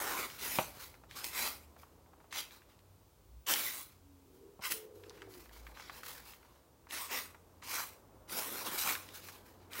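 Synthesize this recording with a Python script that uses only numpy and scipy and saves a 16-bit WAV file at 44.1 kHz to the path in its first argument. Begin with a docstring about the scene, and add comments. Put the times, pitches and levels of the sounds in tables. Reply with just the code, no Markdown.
"""A workbench in a walled yard: a sharp chisel slices a hanging sheet of newspaper.
Each stroke snaps a dense stream of fibres that shakes the sheet. Between strokes loose strips brush
each other, creases buckle and pop, and the sheet flaps taut. The walls echo the paper.
Far traffic drones behind: rumble, tyre roar, gliding engines and one brief wavering whine."""
import sys
import numpy as np
from scipy import signal
from scipy.fft import rfft, irfft, next_fast_len
from scipy.io import wavfile
from scipy.ndimage import uniform_filter1d, map_coordinates

SR = 44100
rng = np.random.default_rng(int(sys.argv[2]) if len(sys.argv) > 2 else 0)


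def log_audio(samples):
    """Write samples as a 16-bit WAV file to the path given in sys.argv[1]."""
    # one column per channel
    frames = np.atleast_2d(samples).T
    # limit to full scale, then quantise
    limited = np.clip(frames, -1, 1)
    pcm = np.round(limited * 32767).astype(np.int16)
    wavfile.write(sys.argv[1], SR, pcm)


N = 432180
TIME = np.arange(N) / SR

# Blade strokes. Each row: start, rise and length in seconds, tearing level in dB, its change by the end
# in dB, fade in dB/s, flutter, rasp and fizz in dB re tearing (before trims), strip resonance in Hz.
STROKES = [(-0.0, 0.0013, 0.25, -43.5, -2.5, 290, -5.5, 2.2, 2.1, 1320),
           (0.38, 0.07, 0.18, -41.5, -2, 112, -10, -7.5, 3.5, 2300),
           (1.148, 0.021, 0.039, -46, -3, 133, -15, -2.5, -0.2, 2400),
           (1.231, 0.015, 0.016, -44.5, 1.5, 150, -11, -10.5, 3.5, 2400),
           (1.298, 0.1, 0.18, -41, 1, 196, -11.5, -7, 2, 2400),
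           (2.307, 0.076, 0.076, -42.5, 3.5, 252, -17, -9.5, -4, 2700),
           (3.462, 0.028, 0.098, -34, -3.5, 264, -15.5, -6, 4, 2800),
           (3.57, 0.051, 0.25, -40.5, -12.5, 269, -12.5, -7.8, 6.5, 2400),
           (4.608, 0.092, 0.044, -41.5, 9, 287, -28, -8.2, 0.8, 2490),
           (4.695, 0.022, 0.031, -40, -1, 264, -12, -16, 6.5, 2440),
           (6.887, 0.058, 0.12, -44.0, 0, 151, -13.5, -4.5, 0.2, 2200),
           (7.085, 0.05, 0.092, -43, 0, 193, -8, -2, 3, 2200),
           (7.618, 0.12, 0.18, -42, -0.5, 182, -13, -4.5, 2, 2370),
           (8.276, 0.052, 0.12, -47.5, 4.5, 183, -6.5, -3.5, 6.5, 1910),
           (8.398, 0.029, 0.22, -52, 5, 157, -2.5, -3.5, 6.5, 1650),
           (8.586, 0.16, 0.14, -42, -1, 149, -6.5, 1, 4, 1700),
           (8.773, 0.012, 0.046, -39, -0.5, 122, -24, -11.4, 4, 2300),
           (8.811, 0.081, 0.1, -35.7, -4.5, 195, -9, -1.5, 3, 2200),
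           (9.698, 0.076, 0.12, -49, 4.5, 198, -13, -2, 3, 2200)]


def amp(db):
    """Decibels to gain."""
    return 10 ** (np.asarray(db) / 20)


def unit(x):
    """Scale to rms 1."""
    return x / np.sqrt(np.mean(x ** 2) + 1e-20)


def along(points, hz):
    """Interpolate (Hz, value) points on a log axis."""
    knots_hz, values = np.transpose(points)
    return np.interp(np.log(hz + 1), np.log(knots_hz + 1), values)


def curves(rows):
    """One value per sample for each column after the time."""
    times_s, *columns = np.transpose(rows)
    return [np.interp(TIME, times_s, column) for column in columns]


def wobble(rate_hz):
    """Smooth random curve, rate_hz knots a second."""
    return map_coordinates(rng.standard_normal(8192), [TIME * rate_hz], mode="wrap")


def below(hz, edge_hz, order=8):
    """Low-pass gain."""
    return 1 / np.sqrt(1 + (hz / edge_hz) ** order)


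def above(hz, edge_hz, order=8):
    """High-pass gain."""
    return np.sqrt(1 - below(hz, edge_hz, order) ** 2)


def filtered(x, response):
    """Apply a gain given as a function of Hz."""
    n = x.shape[-1]
    padded = next_fast_len(n + 8192)
    return irfft(rfft(x, padded) * response(np.fft.rfftfreq(padded, 1 / SR)), padded)[..., :n]


def band(x, colour_db, lo_hz, hi_hz):
    """Colour, band-pass and scale to rms 1."""
    return unit(filtered(x, lambda hz: amp(colour_db(hz)) * above(hz, lo_hz) * below(hz, hi_hz)))


def causal(gain):
    """Minimum-phase response with this gain: rings only after a blow."""
    cepstrum = irfft(np.log(np.maximum(gain, 1e-6)))
    half = len(cepstrum) // 2
    cepstrum[1:half] *= 2
    cepstrum[half + 1:] = 0
    return np.exp(rfft(cepstrum))


def add(track, start_s, sound):
    """Mix a sound in at a time."""
    part = track[max(round(start_s * SR), 0):][:len(sound)]
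    part += sound[:len(part)]


def traffic():
    """Far rumble, tyre roar and faint hiss: three bands of noise."""
    # Each row: time in seconds, rumble and tyre roar in dB before trims.
    levels = [(0.0, -64.5, -59.5), (1.3, -67.5, -61.5), (2.3, -72.5, -62), (3.3, -69, -66.5),
              (4.2, -70.5, -66), (4.9, -74, -61), (6.0, -67.5, -58.5), (6.7, -73.5, -64), (8.4, -68, -57.5),
              (9.8, -71, -57.5)]
    # Background spectrum. Each row: frequency in Hz, gain in dB.
    spectrum = [(15, -34), (25, -7), (37, -5), (96, -14.5), (211, -16), (284, -13), (403, -15), (437, -14),
                (791, -20), (955, -18.5), (1780, -31), (7030, -32.5), (7830, -32.5), (10500, -34.5),
                (15800, -31)]
    rumble_db, roar_db = curves(levels)
    air = lambda lo_hz, hi_hz: band(rng.standard_normal(N), lambda hz: along(spectrum, hz), lo_hz, hi_hz)
    rumble = amp(rumble_db + 2) * air(48, 140)
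    roar = amp(roar_db - 4.5) * air(140, 1800)
    hiss = air(1800, SR) * amp(-71.5 + 0.5 * wobble(3.4))
    return rumble + roar + hiss


def drone(pitch_hz, rough, scatter_hz):
    """Far tone; many paths smear the rough share of its power."""
    phase = 2 * np.pi * np.cumsum(pitch_hz) / SR
    share = np.clip(rough, 0, 1)
    smear = wobble(scatter_hz) * np.sin(phase) + wobble(scatter_hz) * np.cos(phase)
    return np.sqrt(2 * (1 - share)) * np.sin(phase) + np.sqrt(share) * smear


def engines(fall_db=8.5):
    """Far engines swell and fade, gliding as they change speed."""
    # Each row: peak time and half length in seconds, pitch in Hz, glide in Hz/s, dB before trim.
    passes = [(1.722, 0.39, 75.5, 12, -65.5), (2.946, 0.55, 96, 17.5, -71.5),
              (3.383, 0.065, 59, 11.5, -59.5), (4.096, 0.38, 283, -86.5, -72.5),
              (4.147, 0.51, 85.7, -11.5, -70.5), (5.1, 0.29, 97, 28, -69.5), (5.62, 0.38, 55.3, 3, -62.5),
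              (7.2, 0.92, 81, 20.5, -70), (9.395, 1.34, 92.5, -3.5, -71)]
    out = np.zeros(N)
    for peak_s, half_s, pitch_hz, glide_hz_per_s, db in passes:
        t = TIME - peak_s
        level_db = np.maximum(db + 3 - fall_db * (t / half_s) ** 2, -200)
        out += amp(level_db) * drone(pitch_hz + glide_hz_per_s * t, rough=0.44, scatter_hz=12)
    return out


def whine(fade_s=0.037):
    """A far, rough tone wavers up and back down."""
    # Each row: time in seconds, pitch in Hz, level in dB before trim, roughness from 0 to 1.
    contour = [(4.25, 360, -71, 0.7), (4.47, 399, -58.5, .8), (4.68, 430, -84, .7), (4.74, 440, -55.5, 0.3),
               (4.95, 427, -57, 0.58), (5.17, 417, -58.5, 0.83), (5.41, 349, -60.5, 0.37),
               (5.5, 349, -84, .6)]
    pitch_hz, db, rough = curves(contour)
    inside_s = np.minimum(TIME - contour[0][0], contour[-1][0] - TIME)
    gate = np.clip(inside_s / fade_s + 0.5, 0, 1)
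    return gate * amp(db + 1) * drone(pitch_hz, rough, scatter_hz=226.3)


def wall_echo(x, build_s=0.004):
    """The walls answer, each frequency dying at its own speed."""
    # Each row: frequency in Hz, T60 in seconds.
    decay = [(150, 0.54), (1000, 0.46), (5000, 0.3), (15000, 0.25)]
    hz, t, spectra = signal.stft(rng.standard_normal(SR * 3 // 4), SR, nperseg=256)
    tail = signal.istft(spectra * amp(-60 * t / along(decay, hz)[:, None]), SR, nperseg=256)[1]
    tail *= 1 - np.exp(-np.arange(len(tail)) / SR / build_s)
    return signal.fftconvolve(x, tail / np.linalg.norm(tail))[:N]


def paper_colour_db(hz):
    """Fixed peaks and a dip that colour the paper's sound."""
    # Each row: centre and width in Hz, gain in dB.
    ripple = [(556, 120, 3), (1060, 220, 2.5), (1430, 160, 1), (1700, 215, -3.5), (2270, 230, 1.5),
              (4020, 300, 5), (4610, 140, 1.5), (4880, 190, 3)]
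    return sum(db / (1 + (2 * (hz - centre_hz) / width_hz) ** 2) for centre_hz, width_hz, db in ripple)


def patchy(x, depth_db):
    """Resonances come and go as the sheet bends."""
    spectra = signal.stft(x, nperseg=512)[2]
    field = uniform_filter1d(rng.standard_normal(spectra.shape), size=4, axis=0)
    field = uniform_filter1d(field, size=14, axis=1)
    return signal.istft(spectra * amp(depth_db * unit(field)), nperseg=512)[1][:N]


def fibres(snaps_per_s, spread_db, clump_db, clump_hz, bundles_per_s, bundle_db):
    """Tiny uneven snaps in clumps; now and then a thick bundle breaks."""
    snaps = (rng.random(N) < snaps_per_s / SR) * rng.choice([-1, 1], N)
    sizes = amp(spread_db * np.clip(rng.standard_normal(N), -3, 2))
    bundles = (rng.random(N) < bundles_per_s / SR) * rng.uniform(-1, 1, N)
    clumps = amp(clump_db * wobble(clump_hz))
    return unit(unit(snaps * sizes * clumps) + amp(bundle_db) * bundles)


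def gesture(start_s, rise_s, length_s, fade_db_per_s, change_db=0, catch_db=-20, catch_s=0.0021):
    """Gain of one movement: it catches, swells, holds and dies away."""
    t = np.maximum(TIME - start_s, 0)
    swell_db = catch_db * np.maximum(1 - t / rise_s, 0) ** 2
    hold_db = change_db * np.minimum(t / length_s, 1)
    release_db = -fade_db_per_s * np.maximum(t - length_s, 0)
    return np.minimum(t / catch_s, 1) * amp(np.maximum(swell_db + hold_db + release_db, -200))


def together(gains, db):
    """Movements at their own levels add in power."""
    return np.sqrt(amp(db) ** 2 @ gains ** 2)


def swaying(rise_s=0.034, fade_db_per_s=166):
    """Loose strips brush each other: tiny snaps, sparser than in a cut."""
    # Each row: start and length in seconds, rustle in dB, fizz in dB re rustle (both before trims).
    sways = [(0.26, 0.16, -57.5, 4), (0.72, 0.076, -62, 1), (0.781, 0.052, -55, 7), (0.851, 0.054, -72, -6),
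             (1.084, 0.082, -59.5, -3), (1.772, 0.025, -68, 7), (2.494, 0.038, -60.5, 2.5),
             (2.675, 0.03, -68, -4), (3.873, 0.028, -66.5, 0), (4.319, 0.035, -77.5, 9),
             (4.934, 0.082, -75, 8.5), (5.012, 0.232, -68.5, -4), (5.278, 0.14, -65.5, 7),
             (5.51, 0.068, -62, 2), (5.646, 0.048, -67.5, 4), (5.735, 0.17, -57, -6),
             (5.903, 0.074, -58.5, 4.5), (6.029, 0.076, -54, 7), (6.14, 0.037, -58.0, 2),
             (6.231, 0.075, -59.8, 5), (6.38, 0.19, -74.5, -1), (9.008, 0.106, -61, 0),
             (9.123, 0.033, -50.5, 3.5), (9.22, 0.12, -60, 5), (9.44, 0.043, -66, 5),
             (9.585, 0.029, -67.5, -10)]
    # Each row: frequency in Hz, gain in dB.
    spectrum = [(290, -31), (500, 0), (649, -17), (817, -2.5), (1540, 1), (3570, -5), (4060, -4),
                (8610, -17), (15100, -10), (15800, -9)]
    gains = np.array([gesture(start_s, rise_s, length_s, fade_db_per_s)
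                      for start_s, length_s, *_ in sways])
    rustle_db, fizz_db = np.transpose(sways)[2:]
    snaps = fibres(7600, spread_db=1, clump_db=1.94, clump_hz=120, bundles_per_s=83, bundle_db=12.5)
    paper_db = lambda hz: along(spectrum, hz) + 0.46 * paper_colour_db(hz)
    rustle = together(gains, rustle_db + 0.9) * band(patchy(snaps, depth_db=3), paper_db, 420, 8200)
    fizz = together(gains, rustle_db + fizz_db - 0.5) * band(snaps, paper_db, 7230, SR)
    return rustle + fizz


def ticks(gap_s=0.066, peak_db=-53, centre_hz=1030, treble_db=-37):
    """Rows for creases(): small folds give way at random as the hand bends the sheet."""
    # Each row: start and end in seconds.
    bends = [(2.075, 2.22), (5.06, 6.45)]
    slots_s = np.concatenate([np.arange(start_s, end_s, gap_s) for start_s, end_s in bends])
    return [(slot_s + gap_s * late / 3, peak_db + 1.15 * size, centre_hz * np.exp(0.25 * pitch), treble_db)
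            for slot_s, (late, size, pitch) in zip(slots_s, rng.standard_normal((len(slots_s), 3)))]


def creases(ring_cycles=20, settle_s=0.0071, settle_db=-11.5, shiver_db=-20, shiver_cycles=150):
    """A crease buckles, settles with a weaker pop and shivers; small patches stop soonest."""
    # Each row: start in seconds, peak in dB, centre in Hz, relative treble in dB before scaling.
    pops = [(0.301, -37, 2860, -17), (0.941, -46.5, 1510, -18), (1.036, -47.5, 1020, -21),
            (1.111, -37.5, 2600, -16), (1.243, -27.5, 4440, -10), (1.763, -47.5, 990, -36),
            (1.831, -46, 1200, -35), (2.242, -53.5, 1000, -32), (2.326, -31.5, 1690, -4),
            (2.508, -43, 2140, -26), (2.619, -51.5, 1610, -31), (2.791, -53, 2520, -19),
            (3.467, -33.5, 4160, -13), (3.538, -16.5, 4300, -11), (3.558, -27.5, 2000, -20),
            (4.621, -45, 1110, -19), (4.72, -24, 2160, 2), (5.036, -46, 2110, -34),
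            (5.096, -37.5, 5070, -30), (5.219, -37.5, 1510, -16), (5.339, -43, 4416, -18),
            (5.493, -48.5, 1760, -28), (5.667, -40.5, 1810, -38), (5.772, -39.5, 1350, -27),
            (5.797, -38, 1350, -17), (5.896, -35, 1390, -31), (6.033, -36, 1520, -8),
            (6.062, -40, 1700, -8), (6.335, -43, 2180, -32), (6.869, -46, 1260, -30),
            (6.909, -33, 2880, -24), (7.345, -44, 945, -29), (7.624, -44, 1430, -31),
            (8.296, -38, 2970, -13), (8.892, -23.5, 2340, -29), (8.952, -26, 1700, -10),
            (9.089, -39.5, 2400, -6), (9.286, -37.5, 1420, -6), (9.733, -31.5, 3650, 0)]
    out, t = np.zeros(N), np.arange(8192) / SR
    hz = np.fft.rfftfreq(len(t), 1 / SR)
    buckle = lambda cycles: amp(-60 * cycles / ring_cycles) * (1 - np.exp(-cycles))
    for start_s, peak_db, centre_hz, treble_db in pops + ticks():
        delay_s = settle_s * np.exp(0.3 * rng.standard_normal())
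        settle = amp(settle_db) * buckle(np.maximum(t - delay_s, 0) * centre_hz)
        shiver = amp(shiver_db - 60 * t * centre_hz / shiver_cycles)
        burst = rng.standard_normal(len(t)) * (buckle(t * centre_hz) + settle + shiver)
        top = below(hz, 1.01 * centre_hz, order=5) + 0.23 * amp(treble_db)
        patch = above(hz, 0.78 * centre_hz, order=6) * top * below(hz, 11000)
        pop = irfft(rfft(burst) * causal(patch))
        add(out, start_s, amp(peak_db) * pop / np.abs(pop).max())
    return out


def flaps(rebound_s=0.0053, rebound_db=-2.5, shudder_db=-25, shudder_t60_s=0.11):
    """The sheet cracks taut like a sail, rebounds once and shudders."""
    # Each row: start in seconds, peak in dB, low-pass edge in Hz.
    cracks = [(.587, -15, 2700), (4.593, -41.5, 700)]
    # Each row: frequency in Hz, gain in dB.
    spectrum = [(50, -10), (95, -5), (220, -2.5), (400, -4), (700, 3.5), (1050, 0), (1700, -10), (2700, -3),
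                (4300, -10.5), (9000, -33)]
    out, t = np.zeros(N), np.arange(8192) / SR
    hz = np.fft.rfftfreq(len(t), 1 / SR)
    rebound = amp(rebound_db) * below(hz, 1300, order=4) * np.exp(-2j * np.pi * hz * rebound_s)
    dispersion = np.exp(-1j * 0.094 * np.sqrt(hz))  # low bending waves travel more slowly
    for start_s, peak_db, edge_hz in cracks:
        shudder = rfft(rng.standard_normal(len(t)) * amp(shudder_db - 60 * t / shudder_t60_s))
        body = causal(amp(along(spectrum, hz)) * below(hz, edge_hz, order=4))
        flap = irfft((1 + rebound + shudder) * dispersion * body)
        add(out, start_s, amp(peak_db) * flap / np.abs(flap).max())
    return out


def taut_strip(x, lift_db=1, width_octaves=0.34, sag_hz_per_s=900):
    """Lift the strip's resonance, which sinks as each cut grows longer."""
    hz, t, spectra = signal.stft(x, SR, nperseg=512)
    ring_hz = np.full(len(t), STROKES[0][-1], float)
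    for start_s, _, length_s, *_, first_hz in STROKES:
        sag_hz = sag_hz_per_s * np.clip(t - start_s, 0, length_s)
        ring_hz = np.where(t < start_s, ring_hz, first_hz - sag_hz)
    detune = np.log2((hz[:, None] + 1) / ring_hz) / width_octaves
    return signal.istft(spectra * amp(lift_db * np.exp(-detune ** 2)), SR, nperseg=512)[1][:N]


def stroke_gains(lag_share):
    """One gain curve per stroke, delayed by a share of its rise."""
    return np.array([amp(db) * gesture(start_s + lag_share * rise_s, rise_s, length_s, fade, change_db)
                     for start_s, rise_s, length_s, db, change_db, fade, *_ in STROKES])


def slicing():
    """Fibres part at the edge with tearing and fizz; the sheet they shake rasps and flutters."""
    # Each row: frequency in Hz, gain in dB.
    spectrum = [(71, -40.5), (120, -3), (392, 3.5), (667, -3.5), (818, -1.5), (1110, -0.5), (1740, -1.5),
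                (2370, -3.5), (3420, -5), (4020, -7.5), (4360, -8), (5810, -6.5), (7270, -7.5), (14900, 1),
                (15800, 1)]
    gains = stroke_gains(lag_share=0)
    late_gains = stroke_gains(lag_share=0.13)  # fizz comes once the blade has gathered speed
    flutter_db, rasp_db, fizz_db = np.transpose(STROKES)[6:9]
    snaps = fibres(14000, spread_db=2, clump_db=1.17, clump_hz=300, bundles_per_s=150, bundle_db=16.5)
    snaps = taut_strip(patchy(snaps, depth_db=3)) * amp(1.5 * wobble(45))
    paper_db = lambda hz: along(spectrum, hz) + paper_colour_db(hz)
    flutter = together(gains, flutter_db - 1.13) * band(snaps, paper_db, 165, 820)
    rasp = together(gains, rasp_db - 3.33) * band(snaps, paper_db, 900, 1660)
    tearing = amp(-1.83) * np.linalg.norm(gains, axis=0) * band(snaps, paper_db, 1970, 6900)
    fizz = together(late_gains, fizz_db - 0.61) * band(snaps, paper_db, 5730, SR)
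    return flutter + rasp + tearing + fizz


def scene():
    """Close paper, its echo and the far background, in mono."""
    rubbing = slicing() + swaying()
    pops = creases() + flaps()
    echo = wall_echo(amp(-14) * rubbing + amp(-17) * pops)
    return (rubbing + pops + echo + traffic() + engines() + whine())[None]


def record(dry, low_hz=43, top_hz=15830):
    """Cut the deep bass and everything above top_hz."""
    return filtered(dry, lambda hz: above(hz, low_hz, order=16) * (hz < top_hz))


dry = scene()
out = record(dry)
log_audio(out)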